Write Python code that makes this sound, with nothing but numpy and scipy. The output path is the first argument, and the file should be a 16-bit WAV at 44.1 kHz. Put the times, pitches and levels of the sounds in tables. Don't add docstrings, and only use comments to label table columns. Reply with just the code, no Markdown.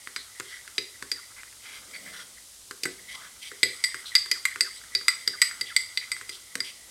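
import sys
import numpy as np
from scipy import signal
from scipy.fft import rfft, irfft
from scipy.io import wavfile
from scipy.ndimage import uniform_filter1d, minimum_filter1d

SR = 44100
rng = np.random.default_rng(int(sys.argv[2]) if len(sys.argv) > 2 else 0)


def digitize_waveform(pressure):
    field = np.atleast_2d(pressure).T
    bounded = np.clip(field, -1, 1)
    quanta = np.round(bounded * 32767).astype(np.int16)
    wavfile.write(sys.argv[1], SR, quanta)


N = 304290

# t/s, dish ring level/dB, brightness/dB (lifts the dish's
# middle modes and lowers the rest), snap level/dB, spoon clack level/dB, spoon tink level/dB,
# worktop thud level/dB, rebound share/0-1
CLINKS = [(0.162, -36, 1, -21.5, -34, -34, -46, 0.32), (0.781, -29, 8, -18, -39, -19, -32, 0.34),
          (1.116, -27, 9, -16, -50, -49, -42, 0.26), (2.834, -33, 6.5, -12, -58, -32, -38.5, 0.34),
          (2.854, -36, -6.5, -20.5, -30.5, -50, -34.5, 0.43), (3.631, -17.5, 0, -12, -32, -16.5, -30, 0.33),
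          (3.839, -17.5, 3.5, -17, -42, -22.5, -57, 0.54), (4.152, -13, 6, -9.5, -33, -16.5, -55, 0.39),
          (4.314, -17.5, 5.5, -10.5, -40, -31, -40.5, 0.22), (4.453, -26, -5.5, -14, -27, -30, -73, 0.16),
          (4.608, -17, 5, -8.5, -38, -27, -38, 0), (4.950, -21.5, 11.5, -16, -41, -18, -39, 0.18),
          (5.082, -16, 1, -12, -20.5, -17, -56, 0.14), (5.276, -21.5, 8.5, -13, -31.5, -24.5, -38, 0.04),
          (5.417, -15, -1, -7.5, -22.5, -14, -60, 0.29), (5.611, -25, 7, -16.5, -45, -25.5, -42.5, 0.16),
          (5.764, -14.5, 6, -9, -43, -21, -47, 0.2), (5.974, -26, 5, -24, -47, -20.5, -54, 0.23),
          (6.117, -26, 2, -19.5, -34.5, -31.5, -50, 0.2), (6.293, -36.5, 2, -24.5, -51, -46, -46, 0.6),
          (6.604, -28.5, 3.5, -29, -33.5, -34, -43, .1)]
# t/s, strength level/dB, worktop thud level/dB
KNOCKS = [(0.073, -29, -50), (0.399, -19, -38.5), (0.677, -31, -56.5), (1.025, -23, -40.5),
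          (1.433, -35.5, -63), (1.527, -41, -69), (2.71, -24, -41.5), (3.516, -32, -42),
          (3.944, -23.5, -43), (4.260, -28.5, -51), (4.559, -24.5, -45), (4.838, -35.5, -76),
          (5.012, -33.5, -53), (5.512, -31, -66), (6.166, -35, -62), (6.212, -28, -49),
          (6.554, -15.5, -37.5)]
# t/s, level/dB
BUMPS = [(2.852, -34.5), (6.553, -41.5)]
# f/Hz, level/dB, t60/s before the damping factor
DISH_MODES = [(1975, -6, 0.13), (2059, 2.5, 0.062), (2208, 1, 0.015), (4641, -7, 0.073), (4878, -1, 0.05),
              (4840, -1, 0.033), (5610, -1.5, 0.0088), (6880, -4, 0.016), (7814, -6.5, 0.097),
              (8120, 3.5, 0.045), (8100, -23.5, 0.05), (9250, -2, 0.031), (11800, -21, 0.027),
              (11500, -20, 0.21), (12270, -10.5, 0.044), (14540, -10, .02)]
# f/Hz, level/dB, t60/s before the damping factor
SPOON_MODES = [(1090, -13, 0.051), (1280, 8, 0.0074), (1498, -1, 0.031), (1713, 5.5, 0.018),
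               (2440, -10, 0.0018), (2390, 8, 0.0085), (2760, -21.5, 0.0031), (3120, -14.5, 0.02),
               (3530, -12.5, 0.022), (3880, 7, 0.0073), (3840, 3.5, 0.009), (4450, -20.5, 0.024)]
# f/Hz, level/dB, t60/s
WORKTOP_MODES = [(120, -8, 0.19), (215, -21.5, 0.016), (266, -5, 0.091), (334.5, -0.5, 0.057),
                 (374.3, 1, 0.067), (408, -4, 0.17), (494.4, -2, 0.11), (520, -3.5, 0.027)]
# t/s, length/s, squelch f/Hz, width/Hz,
# squelch level/dB, rubbing on the glaze level/dB
WIPES = [(0.17, 0.056, 4050, 600, -45, -60), (0.43, 0.17, 1694, 686, -64, -51),
         (1.3, .032, 1400, 500, -55, -74), (1.357, 0.065, 1816, 1100, -49.5, -76),
         (1.611, .21, 1911, 1000, -48.5, -51.5), (1.929, 0.047, 2040, 513, -42, -58),
         (1.936, .046, 4560, 200, -47, -61), (2.05, 0.064, 1858, 453, -45.5, -57),
         (2.11, 0.14, 1584, 463, -46, -49), (3.076, 0.091, 2001, 233, -42, -48),
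         (3.132, 0.088, 1187, 348, -50, -58), (3.19, .11, 1560, 590, -47.5, -58),
         (3.408, 0.096, 2246, 876, -50.5, -46), (4.047, 0.064, 3980, 500, -42.5, -47),
         (4.756, 0.043, 4000, 500, -51, -62), (5.649, 0.074, 3390, 900, -46, -60),
         (6.003, 0.048, 2005, 450, -42.5, -56), (6.31, .056, 3810, 900, -50, -46.5),
         (6.631, .09, 2700, 1330, -47, -46.5)]
# t/s, length/s, level/dB
POCKETS = [(1.157, .05, -48), (4.335, .05, -47), (4.637, .058, -42.5), (5.324, .044, -44), (5.44, .04, -66),
           (5.692, .045, -45)]
# t/s, sauce churn level/dB, drag on the worktop level/dB
STIR = [(0.0, -55.5, -73), (0.4, -53.5, -73), (1.06, -59.5, -62), (1.23, -54, -77), (1.52, -61, -67.5),
        (2.08, -48.5, -47.5), (2.32, -57.5, -61), (2.71, -78, -75), (3.0, -54.5, -55), (3.44, -57, -63),
        (3.75, -46.5, -69), (4.57, -50.5, -66), (4.82, -50, -61.5), (5.25, -50, -59), (5.63, -47.5, -61),
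        (6.21, -53, -70), (6.4, -53, -72), (6.9, -60, -57)]
# f/Hz, level/dB
CHURN_TONE = [(600, -14.5), (1000, -5), (1250, 6.5), (1550, 6.5), (2000, -2), (2400, -7.5), (3200, -36),
              (5000, -38)]
# f/Hz, level/dB
RUB_TONE = [(2000, -32), (3200, 8), (4000, 2), (4800, -3), (5800, 1), (7000, -10), (8200, 0.5),
            (11000, -7.5), (15000, -23)]
# f/Hz, level/dB
DRAG_TONE = [(90, -31), (180, 4), (400, -3), (550, 2.5), (800, -9), (1200, -16)]
# f/Hz, t60/s
ROOM_T60 = [(100, 0.18), (500, 0.34), (2000, 0.34), (5000, 0.38), (9000, 0.39), (16000, 0.27)]
# f/Hz, level/dB
HISS_TONE = [(25, -8), (38, -14), (55, 8.5), (80, -4), (103, 5.5), (135, -7.5), (270, -6.5), (600, -7),
             (1100, -6), (2100, -8), (3700, 0), (9300, 2.5), (12000, -4.5), (16000, -18)]

CLINK_LENGTH, KNOCK_LENGTH = 0.82, 0.25
CLINK_TOP_DB, CLINK_HIGHEST_DB = -3.5, -6
KNOCK_DISH_DB, KNOCK_SNAP_DB = -15.5, -2
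KNOCK_TINK_DB = -19
KNOCK_REBOUND = 0.17
SAUCE_LOAD = 0.045
FILM_S = 0.00032
RIM_LENGTH, RIM_DB, RIM_TOP_DB = 8.4, -28, -14
BUMP_DECAY_S, BUMP_LOW_HZ, BUMP_HIGH_HZ = 0.014, 148, 400
WIPE_JERKS_PER_S, WIPE_JERK_DB = 170, 0.5
WIPE_RING_DB, SQUELCH_RING_DB = 2.5, -11.5
SLIDE_LAG_S, SLIDE_S, SLIDE_DB = 0.022, 0.078, -56
SLIDE_HZ, SLIDE_WIDTH_HZ = 3840, 1400
POCKET_START_HZ, POCKET_END_HZ, POCKET_WIDTH_HZ = 2000, 1133, 240
CHURN_DB, RUB_DB, DRAG_DB = -5, -8, -5.5
HISS_DB = -49.5
CUTOFF_HZ = 16000


def taps():
    rings, thuds = np.zeros(N), np.zeros(N)
    dish_hz = np.array(DISH_MODES)[:, :1]
    for s, db, bright_db, snap_db, clack_db, tink_db, thud_db, share in CLINKS:
        low, middle = db - bright_db, db + bright_db
        top, highest = low + CLINK_TOP_DB, low + CLINK_HIGHEST_DB
        balance = [(2150, low), (4600, middle), (4900, middle), (7000, top), (9300, top), (11000, highest)]
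        dish_db = at_hz(balance, dish_hz)
        spoon_db = spoon_drive(clack_db, tink_db)
        add(rings, s, contact(dish_db, spoon_db, snap_db, CLINK_LENGTH, share))
        add(thuds, s, thud(thud_db))
    for s, db, thud_db in KNOCKS:
        dish_db = db + KNOCK_DISH_DB
        spoon_db = spoon_drive(db, db + KNOCK_TINK_DB)
        add(rings, s, contact(dish_db, spoon_db, db + KNOCK_SNAP_DB, KNOCK_LENGTH, KNOCK_REBOUND))
        add(thuds, s, thud(thud_db))
    rings = band_pass(rings, 1153, 23000, order=5)
    thuds = band_pass(thuds, 111, 770, order=2)
    return rings, thuds + bumps()


def contact(dish_db, spoon_db, snap_db, length, share):
    out = np.zeros(SR)
    for lag, gain in rebound(share, gap_s=0.0048):
        dish = from_db(1.5) * struck(DISH_MODES, dish_db, length, scatter_db=3.0, detune=0.0063)
        spoon = from_db(3.0) * struck(SPOON_MODES, spoon_db, length, scatter_db=2.5, detune=SAUCE_LOAD)
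        snap = from_db(snap_db) * crack(decay_s=0.0024, low_hz=1900, high_hz=8350)
        for part in (dish, spoon, snap):
            add(out, lag, gain * part)
    rim_db = dish_db + at_hz([(8000, 0), (11000, RIM_TOP_DB)], np.array(DISH_MODES)[:, :1])
    rim = struck(DISH_MODES, rim_db, RIM_LENGTH, scatter_db=-2.5, detune=0.00055)
    add(out, 0, from_db(RIM_DB) * rim)
    softened_onset = 1 - np.exp(-np.arange(SR) / (FILM_S * SR))
    return out * softened_onset


def spoon_drive(clack_db, tink_db):
    return at_hz([(1750, clack_db), (2800, tink_db)], np.array(SPOON_MODES)[:, :1])


def rebound(share, gap_s):
    lags = np.cumsum([0, *rng.uniform(0.61, 1.6, 2)]) * gap_s
    gains = np.clip(share, 0, .9) ** np.arange(3)
    return zip(lags, gains)


def crack(decay_s, low_hz, high_hz):
    t = np.arange(SR // 8) / SR
    noise = band_pass(rng.standard_normal(len(t)), low_hz, high_hz, order=2)
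    return noise * np.exp(-t / decay_s)


def thud(db):
    return from_db(-6.5) * struck(WORKTOP_MODES, db, 1, scatter_db=2.3, detune=0.012)


def bumps():
    out, t = np.zeros(N), np.arange(SR // 4) / SR
    for s, db in BUMPS:
        rumble = rms_one(band_pass(rng.standard_normal(len(t)), BUMP_LOW_HZ, BUMP_HIGH_HZ, order=2))
        add(out, s, from_db(db) * rumble * np.exp(-t / BUMP_DECAY_S))
    return out


def wipes():
    squelch, pressure = np.zeros(N), np.zeros(N)
    for s, length, hz, width_hz, db, rub_db in WIPES:
        add(squelch, s, from_db(db) * stroke(length, hz, hz, width_hz))
        add(pressure, s, from_db(rub_db) * swell(length))
    jerks = from_db(WIPE_JERK_DB * drift(WIPE_JERKS_PER_S))
    squelch = squelch * jerks
    rub = rubbing() * pressure * jerks
    modes = struck(DISH_MODES, 0, 1, scatter_db=0, detune=0)
    modes = modes / np.linalg.norm(modes)
    rub_force = from_db(WIPE_RING_DB) * band_pass(rub, 1800, 5400, order=2)
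    force = from_db(SQUELCH_RING_DB) * squelch + rub_force
    ring = signal.fftconvolve(force, modes)[:N]
    return squelch + rub + ring


def squelches():
    out = np.zeros(N)
    for s, *_ in CLINKS:
        slide = stroke(SLIDE_S, SLIDE_HZ, SLIDE_HZ, SLIDE_WIDTH_HZ)
        add(out, s + SLIDE_LAG_S, from_db(SLIDE_DB) * slide)
    for s, length, db in POCKETS:
        pocket = stroke(length, POCKET_START_HZ, POCKET_END_HZ, POCKET_WIDTH_HZ)
        add(out, s, from_db(db) * pocket)
    return out * from_db(1.4 * drift(per_s=240))


def stroke(length_s, start_hz, end_hz, width_hz):
    envelope = swell(length_s)
    count = len(envelope)
    low_pass = signal.butter(2, width_hz / 2, fs=SR, output="sos")
    flutter = signal.sosfilt(low_pass, rng.standard_normal((2, SR // 2)))[:, -count:]
    phase = 2 * np.pi * np.cumsum(np.geomspace(start_hz, end_hz, count)) / SR
    return envelope * rms_one(flutter[0] * np.cos(phase) + flutter[1] * np.sin(phase))


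def swell(length_s):
    return signal.windows.tukey(int(np.clip(length_s * SR, 64, SR // 2)), .5)


def stirring():
    s, *columns = np.transpose(STIR)
    churn_db, drag_db = [np.interp(np.arange(N) / SR, s, c) for c in columns]
    churn = coloured(grains(per_s=1200, spread_db=-1.0), CHURN_TONE) * from_db(2.8 * drift(per_s=110))
    drag = coloured(grains(per_s=5000, spread_db=1.5), DRAG_TONE)
    rub = rubbing()
    sauce = from_db(churn_db + CHURN_DB) * (churn + 1.76 * dish_ring(churn, length=0.23))
    glaze = from_db(churn_db + RUB_DB) * (rub + 1.36 * dish_ring(rub, length=1.0))
    return sauce + glaze + from_db(drag_db + DRAG_DB) * drag


def rubbing():
    return coloured(grains(per_s=4000, spread_db=4.0), RUB_TONE) * from_db(2.0 * drift(per_s=160))


def dish_ring(force, length):
    modes = struck(DISH_MODES, 0, length, scatter_db=0, detune=0)
    pressure = from_db(6.2 * drift(per_s=21))
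    return rms_one(signal.fftconvolve(force * pressure, modes)[:N])


def kitchen(x, build_s):
    t = np.arange(SR * 3 // 4) / SR
    hz = np.fft.rfftfreq(len(t), 1 / SR)
    white = rfft(rng.standard_normal(len(t)))
    edges = np.geomspace(40, 20480, 10)
    tail = 0
    for low, high in zip(edges, edges[1:]):
        band = irfft(white * ((hz >= low) & (hz < high)), len(t))
        t60 = at_hz(ROOM_T60, np.sqrt(low * high))
        tail = tail + band * np.exp(-np.log(1000) * t / t60)
    tail = tail * (1 - np.exp(-t / build_s))
    return signal.fftconvolve(x, tail / np.linalg.norm(tail))[:N]


def steady_hiss():
    return from_db(HISS_DB) * coloured(rng.standard_normal(N), HISS_TONE)


def struck(modes, drive_db, length, scatter_db, detune):
    hz, db, t60 = np.transpose(modes)[:, :, None]
    t60 = t60 * np.clip(length, .2, 8)
    t = np.arange(0, t60.max(), 1 / SR)
    strength, shift = rng.standard_normal((2, len(modes), 1))
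    sign = rng.choice([-1, 1], (len(modes), 1))
    level = sign * from_db(db + drive_db + scatter_db * strength)
    decay = np.exp(-np.log(1000) * t / t60)
    tones = np.sin(2 * np.pi * hz * (1 + detune * shift) * t)
    return np.sum(level * decay * tones, axis=0)


def grains(per_s, spread_db):
    size_db = spread_db * np.minimum(rng.exponential(1, N), 4)
    sizes = from_db(size_db) * rng.choice([-1, 1], N)
    return sizes * (rng.random(N) < per_s / SR)


def drift(per_s):
    return np.interp(np.arange(N) / SR * per_s, np.arange(N), rng.standard_normal(N))


def coloured(x, spectrum):
    gain = from_db(at_hz(spectrum, np.fft.rfftfreq(N, 1 / SR)))
    return rms_one(irfft(rfft(x) * gain, N))


def band_pass(x, low_hz, high_hz, order):
    band = [low_hz, min(high_hz, .45 * SR)]
    return signal.sosfilt(signal.butter(order, band, "band", fs=SR, output="sos"), x)


def at_hz(points, hz):
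    known, values = np.transpose(points)
    return np.interp(np.log(np.maximum(hz, 1)), np.log(known), values)


def from_db(db):
    return 10 ** (np.asarray(db) / 20)


def rms_one(x):
    return x / np.sqrt(np.mean(x ** 2) + 1e-20)


def add(out, s, sound):
    start = max(round(s * SR), 0)
    out[start:start + len(sound)] += sound[:max(len(out) - start, 0)]


def scene():
    rings, thuds = taps()
    near = rings + stirring() + wipes() + squelches()
    sent = from_db(-11.0) * near + from_db(-4.5) * thuds
    turn = 2 * np.pi * 1.1 * np.arange(N) / SR
    room = sum(kitchen(sent * share, build_s=0.0075) for share in (np.cos(turn), np.sin(turn)))
    return (near + thuds + room + steady_hiss())[None]


def record(dry):
    needed = np.minimum(1, .88 / (np.abs(dry) + 1e-9))
    gain = uniform_filter1d(minimum_filter1d(needed, size=129), size=129)
    top_cut = signal.ellip(10, .1, 70, CUTOFF_HZ, fs=SR, output="sos")
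    return signal.sosfilt(top_cut, dry * gain)


dry = scene()
out = record(dry)
digitize_waveform(out)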